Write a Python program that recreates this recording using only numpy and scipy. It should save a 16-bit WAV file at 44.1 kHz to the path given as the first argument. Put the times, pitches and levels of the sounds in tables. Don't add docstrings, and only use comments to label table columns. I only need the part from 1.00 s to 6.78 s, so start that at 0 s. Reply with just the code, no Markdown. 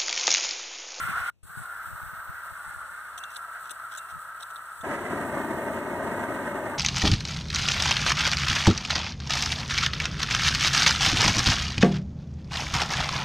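import sys
import numpy as np
from scipy import signal
from scipy.fft import rfft, irfft, next_fast_len
from scipy.io import wavfile
from scipy.ndimage import uniform_filter1d

SR = 44100
rng = np.random.default_rng(int(sys.argv[2]) if len(sys.argv) > 2 else 0)


def master_out(mix):
    frames = np.transpose(np.atleast_2d(mix))
    ceiling = np.clip(frames, -1, 1)
    pcm = np.round(ceiling * 32767).astype(np.int16)
    wavfile.write(sys.argv[1], SR, pcm)


N = 254898
TIME, FREQS = np.arange(N) / SR, np.arange(N // 2 + 1) * SR / N

SHUT_S, OPEN_S, LIT_S = 0.3005, 0.431, 3.8355

BLAST_CUP_DB, BLAST_SWELL_DB = -33, 3
BLAST_HISS_DB, BLAST_SIZZLE_DB, BLAST_SAG_DB_PER_S = -46, -50, 11
FILL_S, TRICKLE_CUP_DB, TRICKLE_SAG_DB_PER_S = 0.066, -38, 0.9
FIRST_SHARE = 0.053
JET_RISE_S, SPURT_S, SPURT_LENGTH_S, SPURT_DB = .03, 0.524, 0.16, 6
CUP_SHARP, CUP_SINK_PER_S = .018, .009
CUP_WAVER, CUP_WAVER_HZ = .018, 6
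# frequency in Hz, width in Hz, relative level in dB.
CUP_AIR_COLUMN = (1365, 134, 0)
# frequency in Hz, relative level in dB per Hz.
CUP_SPECTRUM = [(60, -44), (230, -35.5), (340, -34.5), (480, -26), (700, -17.5), (1000, -13.5),
                (1200, -5.5), (1370, 2), (1520, -2.5), (1700, -10.5), (2100, -19.5), (2800, -44),
                (4200, -46), (6000, -61.5)]
# frequency in Hz, relative level in dB per Hz.
HISS_SPECTRUM = [(1500, -13.5), (3300, -9), (4300, -9.5), (5900, -19.5), (7200, -6), (7700, -6.5),
                 (8150, 7.5), (8600, 0.5), (9300, -9), (10000, -3), (10700, -1), (11500, -8.5),
                 (12100, -16), (14000, -23)]
# frequency in Hz, relative level in dB per Hz.
SIZZLE_SPECTRUM = [(11000, -33), (12300, -17), (13000, -18), (14000, -13), (14350, -11), (14750, -9),
                   (15400, -19), (16000, -24.5)]
# frequency in Hz, relative level in dB per Hz.
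SPRAY_SPECTRUM = [(1200, -24), (2000, 11), (2600, 1.5), (3400, -1.5), (4400, -12), (6000, -13.5),
                  (10000, -19), (15000, -23)]
# time in seconds, level in dB ahead of a trim.
HISS_CURVE = [(0.66, -57), (1.33, -58), (1.77, -54.5), (1.92, -57), (3.42, -58), (4.09, -54), (5.46, -56.5),
              (5.75, -57)]
# time in seconds, level in dB ahead of a trim.
SIZZLE_CURVE = [(0.62, -61), (0.69, -61), (1.35, -59.5), (1.72, -66), (4.15, -64.5), (4.38, -61),
                (5.41, -64), (5.75, -65)]
HISS_TRIM_DB, SIZZLE_TRIM_DB = 2.0, 4.0
# centre in seconds, length in seconds, change in dB.
CUP_GULPS = [(.535, 0.05, -3), (.84, .16, 0.5), (1.42, 0.21, 1), (1.78, .3, 1), (2.28, 0.059, -2),
             (2.57, 0.068, 3), (3.72, .14, -1)]

RUSH_DB, LIFT_S, LIFT_FADE_DB_PER_S = -37.5, 5.56, 12
# frequency in Hz, relative level in dB per Hz.
ROAR_SPECTRUM = [(20, -49), (45, -24), (90, -5), (170, -0.5), (220, 1), (270, -1.5), (330, -3), (400, 0.5),
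                 (480, -3.5), (590, 0.5), (670, -2.5), (900, -3.5), (1200, -7), (2000, -27), (3000, -60)]
# frequency in Hz, relative level in dB per Hz.
RUSH_SPECTRUM = [(600, -21), (1100, -3), (1500, 1.5), (2000, -0.5), (2400, -12), (2900, -16), (3800, -23.5),
                 (5000, -28.5), (8000, -23.5), (14000, -37)]
# time in seconds, level in dB ahead of the surges.
ROAR_CURVE = [(3.84, -32.5), (3.93, -34), (4.0, -34.5), (4.1, -34), (4.14, -31), (4.26, -31.5), (4.4, -33),
              (4.51, -30.5), (4.56, -31), (4.7, -31), (4.78, -32), (4.92, -32), (4.97, -31), (5.3, -31.5),
              (5.46, -33.5), (5.55, -31), (5.78, -35)]
# centre in seconds, length in seconds, rise in dB.
FLAME_SURGES = [(3.93, 0.1, 3), (4.055, 0.052, 1), (4.378, 0.18, 2.5)]
# time in seconds, peak in dB ahead of the ground echo.
GAS_POPS = [(2.7128, -42.5), (4.373, -19.5), (4.402, -21)]
# time in seconds, lag in milliseconds.
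GROUND_LAG = [(0, 2.9), (.5, 2.55), (1, 3.25), (1.4, 3.1), (1.75, 3.5), (2.2, 3.12), (3.7, 3.12),
              (4.05, 3.0), (4.3, 3.28), (5.3, 3.16), (5.78, 3.33)]

SNAP_ATTACK_S, SNAP_RELEASE_S = .0005, .002
FRAME_WIDTH_HZ, SQUEAL_WIDTH_HZ = 180, 140
SPRING_HZ = 2720
# frequency in Hz, width in Hz, relative level in dB.
FILE_MODES = [(2900, 900, -12), (4200, 500, -12), (5300, 500, -13), (6160, 90, 1), (7000, 70, -8),
              (7900, 550, -2), (8280, 300, 0), (9190, 160, 0), (10780, 700, -10), (12400, 200, -6),
              (14000, 2500, -14)]
# start in seconds, length in seconds, rasp level in dB,
# clack level in dB, frame pitch in Hz as the grip shifts it, squeal level in dB, squeal pitch in Hz.
FLINT_SNAPS = [(2.1765, .008, -44, -47, 3300, -44, 6120), (2.180, .008, -54, -56, 3300, -43, 9250),
               (2.185, .008, -58, -60, 3300, -48, 6120), (2.2365, .005, -50, -39, 3470, -49, 6080),
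               (2.359, .005, -60, -40.5, 3600, -54, 9200), (2.365, .0015, -54, -36, 3650, -48, 9200),
               (2.3672, .007, -48, -56, 3700, -41.5, 9200), (2.6933, .002, -49, -42, 3400, -51, 8100),
               (2.706, .012, -40, -48, 3600, -37.5, 9150), (2.973, .011, -43, -48, 3800, -43, 7020),
               (2.984, .009, -54, -48, 3800, -50, 8280), (3.4245, .003, -52, -45.5, 3780, -45, 9130),
               (3.4295, .004, -48, -40, 3800, -44, 8100), (3.558, .005, -57, -46, 3720, -60, 8250),
               (3.565, .003, -57, -48, 3720, -60, 8250), (3.809, .009, -50, -52, 3500, -55, 6160)]
# start in seconds, length in seconds, level in dB.
FLINT_DRAGS = [(2.295, .035, -56), (2.328, .036, -54), (2.635, .05, -56), (2.696, .013, -50.5),
               (2.908, .034, -50.5), (2.937, .036, -51.5), (3.085, .04, -56), (3.396, .032, -51),
               (3.498, .02, -57)]
# time in seconds, strength in dB of the click that excites the hood.
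FLINT_TICKS = [(2.1778, -30), (2.1822, -28), (2.2372, -31), (2.3672, -22), (2.6936, -30), (2.7078, -27),
               (2.7163, -29), (2.9732, -29), (2.981, -29), (3.4315, -32)]
# frequency in Hz, width in Hz, relative level in dB.
HOOD_MODES = [(3400, 900, -4), (7700, 1200, 0), (9200, 900, 0)]
# frequency in Hz, width in Hz, relative level in dB.
LOOSE_FRAME_MODE = (3400, 1000, 0)
LOOSE_FRAME_DB = -2.5
# time in seconds, level in dB, time to fall by 60 dB in seconds.
SPRING_TWANGS = [(2.202, -46.5, .62), (2.237, -56, .25), (2.694, -47, .09), (2.972, -50, .6)]

BREEZE_DB, CALM_DB, CALM_S, CALMING_S = -64, -61.5, 1.85, 0.32
EDDY_HZ = 95
# frequency in Hz, relative level in dB per Hz.
PUFF_SPECTRUM = [(20, -20), (33, -19), (55, 1), (95, 4.5), (140, -2.5), (220, -14), (350, -24), (700, -26)]
# start in seconds, length in seconds, level in dB, eddy rate in Hz.
AIR_PUFFS = [(0.007, 0.068, -37, 94.7), (0.068, 0.059, -36.5, 185), (0.121, 0.072, -43.5, 95),
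             (0.194, 0.034, -38.5, 95.2), (0.217, 0.058, -52, 85), (0.424, 0.043, -46, 80),
             (0.486, 0.033, -53, 85.2), (0.566, 0.024, -37, 159.7), (0.588, .042, -39, 119.4),
             (0.853, 0.058, -46.5, 110.5), (0.905, 0.06, -40.5, 84.8), (1.014, 0.033, -41, 115),
             (1.048, .045, -43, 89.5), (1.125, 0.023, -42, 169), (1.17, 0.046, -50, 79.6),
             (1.284, 0.031, -37.5, 95.3), (1.33, .035, -54, 100), (1.507, 0.031, -47, 101),
             (1.65, 0.062, -48, 95), (1.747, 0.052, -47.5, 95.4), (1.808, 0.053, -55, 85),
             (1.89, 0.048, -59, 80), (2.123, 0.058, -59, 80.1), (3.116, 0.077, -44.5, 99.5),
             (3.788, 0.043, -48, 75)]
# frequency in Hz, relative level in dB per Hz.
OUTDOORS_SPECTRUM = [(20, -32), (80, -13), (200, -17), (500, -21), (1500, -31), (2000, -33), (2580, -21),
                     (3100, -29.5), (5000, -34), (8200, -35), (10000, -40), (15000, -40)]
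# frequency in Hz, left minus right in dB, left lead in radians,
# likeness of the two from 0 to 1.
STEREO_IMAGE = [(85, 4.5, -0.2, 0.95), (140, 2.0, -0.2, 0.96), (220, 2.2, -0.2, 0.96),
                (330, 3.8, -0.25, 0.96), (550, 1.0, 0.0, 0.99), (1450, 0.9, -0.0, 0.995),
                (1800, -3.3, -0.5, 0.88), (2100, -6.6, -2.0, 0.75), (2400, -1.0, -3.2, 0.91),
                (2720, 1.0, -4.6, 0.8), (3050, 3.6, -4.5, 0.52), (3800, -2.7, -6.0, 0.42),
                (4300, -1.4, -9.0, 0.5), (4700, 0.1, -9.4, 0.94), (5000, 0.1, -9.4, 0.97),
                (5450, 3.2, -9.8, 0.12), (6000, 0.4, -12.5, 0.69), (7000, 3.9, -15.0, 0.61),
                (8200, 8.2, -12.1, 0.68), (9400, 3.8, -9.0, 0.51), (10700, 1.0, -12.6, 0.46),
                (12100, 0.2, -15.7, 0.86), (13200, 0.1, -18.8, 0.84), (14200, 1.0, -21.1, 0.48),
                (15200, -0.3, -17.9, 0.34)]
CUTOFF_HZ = 15520


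def gas(lit):
    blast, flow = 1 - step(SHUT_S, 0.0017), step(OPEN_S, 0.0016)
    blast_cup = blast * from_db(BLAST_CUP_DB + BLAST_SWELL_DB * swell(0.027, 0.26))
    filling = FIRST_SHARE + (1 - FIRST_SHARE) * fill(OPEN_S, FILL_S) ** 2
    trickle = from_db(TRICKLE_CUP_DB - TRICKLE_SAG_DB_PER_S * (TIME - OPEN_S))
    cup = blast_cup + (1 - lit) * flow * swells(CUP_GULPS) * filling * trickle

    sag_db = -BLAST_SAG_DB_PER_S * TIME
    spurt = from_db(SPURT_DB * swell(SPURT_S, SPURT_LENGTH_S))
    hiss = blast * from_db(BLAST_HISS_DB + sag_db)
    hiss = hiss + from_db(HISS_TRIM_DB) * flow * spurt * level(HISS_CURVE)
    sizzle = blast * from_db(BLAST_SIZZLE_DB + sag_db)
    sizzle = sizzle + from_db(SIZZLE_TRIM_DB) * fill(OPEN_S, JET_RISE_S) * level(SIZZLE_CURVE)

    column = resonate(rng.standard_normal((2, N)), [CUP_AIR_COLUMN])
    waver = 1 + CUP_SHARP - CUP_SINK_PER_S * TIME + CUP_WAVER * slow_noise(CUP_WAVER_HZ)
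    cup_tone = glide(from_db(-1.0) * noise(CUP_SPECTRUM) + from_db(-7) * column, waver)
    hollow = cup * cup_tone * flutter(rate_hz=40, depth_db=0.97)
    spray = from_db(-42.0) * blast * noise(SPRAY_SPECTRUM)
    jet = hiss * noise(HISS_SPECTRUM) + sizzle * noise(SIZZLE_SPECTRUM) + spray
    return ground_echo(hollow, strength=0.28) + jet * flutter(rate_hz=22, depth_db=1.4)


def flame(lit):
    flare = lit * swells(FLAME_SURGES)
    big = level(ROAR_CURVE) * evened(noise(ROAR_SPECTRUM), window_s=0.064)
    rush = from_db(RUSH_DB - LIFT_FADE_DB_PER_S * np.maximum(TIME - LIFT_S, 0))
    small = rush * noise(RUSH_SPECTRUM) * flutter(rate_hz=68, depth_db=0.75)
    burning = flare * (big + small) * flutter(rate_hz=32, depth_db=1.17)
    return ground_echo(burning + pops(lit), strength=0.43)


def pops(lit):
    pops_per_s, pop_s = 25, .0003
    crackle_db = -30.5 + 1.3 * np.clip(rng.standard_normal(N), -2, 2)
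    kicks = lit * (rng.random(N) < pops_per_s / SR) * from_db(crackle_db)
    for at_s, db in GAS_POPS:
        kicks[round(at_s * SR)] = from_db(db)
    age = np.arange(-SR // 200, SR // 200) / SR / pop_s
    pulse = -age * np.exp((1 - age ** 2) / 2)
    return signal.fftconvolve(kicks, pulse, "same") * np.array([[1], [0]])


def ground_echo(x, strength):
    late = TIME - np.interp(TIME, *np.transpose(GROUND_LAG)) / 1000
    echo = np.array([np.interp(late, TIME, row) for row in x])
    return (x + strength * echo) / np.sqrt(1 + strength ** 2)


def striker():
    return flint() + spring()


def flint():
    teeth_per_s = 2500
    teeth = rng.standard_normal((2, N)) * (rng.random(N) < teeth_per_s / SR)
    grit = evened(teeth * flutter(rate_hz=170, depth_db=4.0), window_s=.02)
    drag = grit * sum(from_db(db) * np.sqrt(swell(s, length_s)) for s, length_s, db in FLINT_DRAGS)

    slip, tones, ticks = np.zeros((3, 2, N))
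    age = TIME[:SR // 20]
    for s, length_s, rasp_db, clack_db, frame_hz, squeal_db, squeal_hz in FLINT_SNAPS:
        span = round(s * SR) + np.arange(len(age))
        attack = 1 - np.exp(-age / SNAP_ATTACK_S)
        stroke = attack * np.exp(-np.maximum(age - length_s, 0) / SNAP_RELEASE_S)
        bite = evened(teeth[:, span], window_s=.004)
        slip[:, span] += from_db(rasp_db) * stroke * bite
        clack = from_db(clack_db) * sing(bite, frame_hz, FRAME_WIDTH_HZ)
        squeal = from_db(squeal_db) * sing(bite, squeal_hz, SQUEAL_WIDTH_HZ)
        tones[:, span] += stroke * (clack + squeal)
    for s, db in FLINT_TICKS:
        ticks[0, round(s * SR)] = from_db(db)

    scrape = resonate(drag + slip, FILE_MODES)
    loose_frame = from_db(LOOSE_FRAME_DB) * resonate(drag, [LOOSE_FRAME_MODE])
    return tones + scrape + loose_frame + resonate(ticks, HOOD_MODES)


def spring():
    ring = 0
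    for s, db, t60_s in SPRING_TWANGS:
        ring = ring + fill(s, .002) * from_db(db - 60 * np.abs(TIME - s) / t60_s)
    pitch_hz = SPRING_HZ + 3 * slow_noise(rate_hz=60)
    buzz = flutter(rate_hz=90, depth_db=2.1)
    return ring * np.sin(2 * np.pi * np.cumsum(pitch_hz) / SR) * buzz * np.array([[1], [0]])


def breeze():
    pushes = [(from_db(db) * swell(s, length_s), hz) for s, length_s, db, hz in AIR_PUFFS]
    gusting = (1 - step(CALM_S, CALMING_S)) * flutter(rate_hz=12.0, depth_db=2.0)
    draught = from_db(CALM_DB) + from_db(BREEZE_DB) * gusting
    strength = draught + sum(push for push, hz in pushes)
    eddy_hz = (draught * EDDY_HZ + sum(push * hz for push, hz in pushes)) / strength
    gap_gain = 1 - 0.67 * step(SHUT_S, .01) * (1 - step(OPEN_S, .002))
    rumble = evened(glide(noise(PUFF_SPECTRUM), eddy_hz / EDDY_HZ), window_s=.025)
    eddies, stray = strength * gap_gain * rumble
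    return np.array([eddies, -from_db(-4.5) * eddies + from_db(-13.0) * stray])


def outdoors():
    drone_spectrum = [(60, -40), (100, -30), (120, 10), (145, -15), (240, -43)]  # Hz, relative dB per Hz
    drone = from_db(-77.5) * noise(drone_spectrum) * step(OPEN_S, .002)
    return from_db(-77.0) * noise(OUTDOORS_SPECTRUM) + drone


def stereo(x):
    size = next_fast_len(N + SR // 10)
    hz, *columns = np.transpose(STEREO_IMAGE)
    balance_db, lead, likeness = (np.interp(np.fft.rfftfreq(size, 1 / SR), hz, c) for c in columns)
    likeness = np.clip(likeness, 0, .999)
    common, apart = rfft(x, size) * np.sqrt([(1 + likeness) / 2, (1 - likeness) / 2])
    tilt = from_db(balance_db / 2)
    left = (common + apart) * tilt * np.exp(.5j * lead)
    right = (common - apart) / tilt * np.exp(-.5j * lead)
    even_power = np.sqrt((tilt ** 2 + tilt ** -2) / 2)
    return irfft(np.array([left, right]) / even_power, size)[:, :N]


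def from_db(db):
    return 10 ** (np.asarray(db) / 20)


def rms_one(x):
    return x / np.sqrt(np.mean(x ** 2) + 1e-20)


def noise(spectrum):
    hz, db = np.transpose(spectrum)
    shape = from_db(np.interp(np.log(FREQS + 1), np.log(hz), db, right=-120))
    return rms_one(irfft(rfft(rng.standard_normal((2, N))) * shape, N))


def slow_noise(rate_hz):
    return rms_one(irfft(rfft(rng.standard_normal(N)) / (1 + (FREQS / rate_hz) ** 2), N))


def flutter(rate_hz, depth_db):
    return rms_one(from_db(depth_db * slow_noise(rate_hz)))


def evened(x, window_s):
    power = uniform_filter1d(x ** 2, max(int(window_s * SR), 1), axis=-1)
    return x / np.sqrt(power + 1e-12)


def glide(x, ratio):
    place = np.cumsum(ratio) % N
    return np.array([np.interp(place, np.arange(N), row) for row in x])


def resonate(x, modes):
    z, response = np.exp(-2j * np.pi * FREQS / SR), 0
    for k, (hz, width, db) in enumerate(modes):
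        r = np.exp(-np.pi * width / SR)
        poles = 1 - 2 * r * np.cos(2 * np.pi * hz / SR) * z + r * r * z * z
        response = response + (-1) ** k * from_db(db) * (1 - r * r) * (1 - z * z) / poles
    return irfft(rfft(x) * response / np.sqrt(np.mean(np.abs(response) ** 2)), N)


def sing(x, hz, width_hz):
    ringing = signal.lfilter(*signal.iirpeak(hz, hz / width_hz, fs=SR), x)
    return evened(ringing, window_s=.006)


def step(at_s, rise_s):
    return .5 + .5 * np.tanh((TIME - at_s) / rise_s)


def fill(start_s, rise_s):
    return 1 - np.exp(-np.maximum(TIME - start_s, 0) / rise_s)


def swell(start_s, length_s):
    return np.sin(np.pi * np.clip((TIME - start_s) / length_s, 0, 1))


def swells(rows):
    return from_db(sum(db * swell(s - length_s / 2, length_s) for s, length_s, db in rows))


def level(rows):
    return from_db(np.interp(TIME, *np.transpose(rows)))


def scene():
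    lit = step(LIT_S, 0.0035)
    torch = gas(lit) + flame(lit) + striker()
    age, t60_s = TIME[:SR // 4], .12
    scatter = rng.standard_normal((2, len(age))) * from_db(-60 * age / t60_s)
    scatter /= np.sqrt(np.sum(scatter ** 2, axis=1, keepdims=True))
    surroundings = from_db(-34.5) * signal.fftconvolve(torch, scatter, axes=1)[:, :N]
    return stereo(torch + surroundings + outdoors()) + breeze()


def record(dry):
    low_pass = signal.ellip(12, .1, 80, CUTOFF_HZ, fs=SR, output="sos")
    return signal.sosfilt(low_pass, dry)


dry = scene()
out = record(dry)
master_out(out)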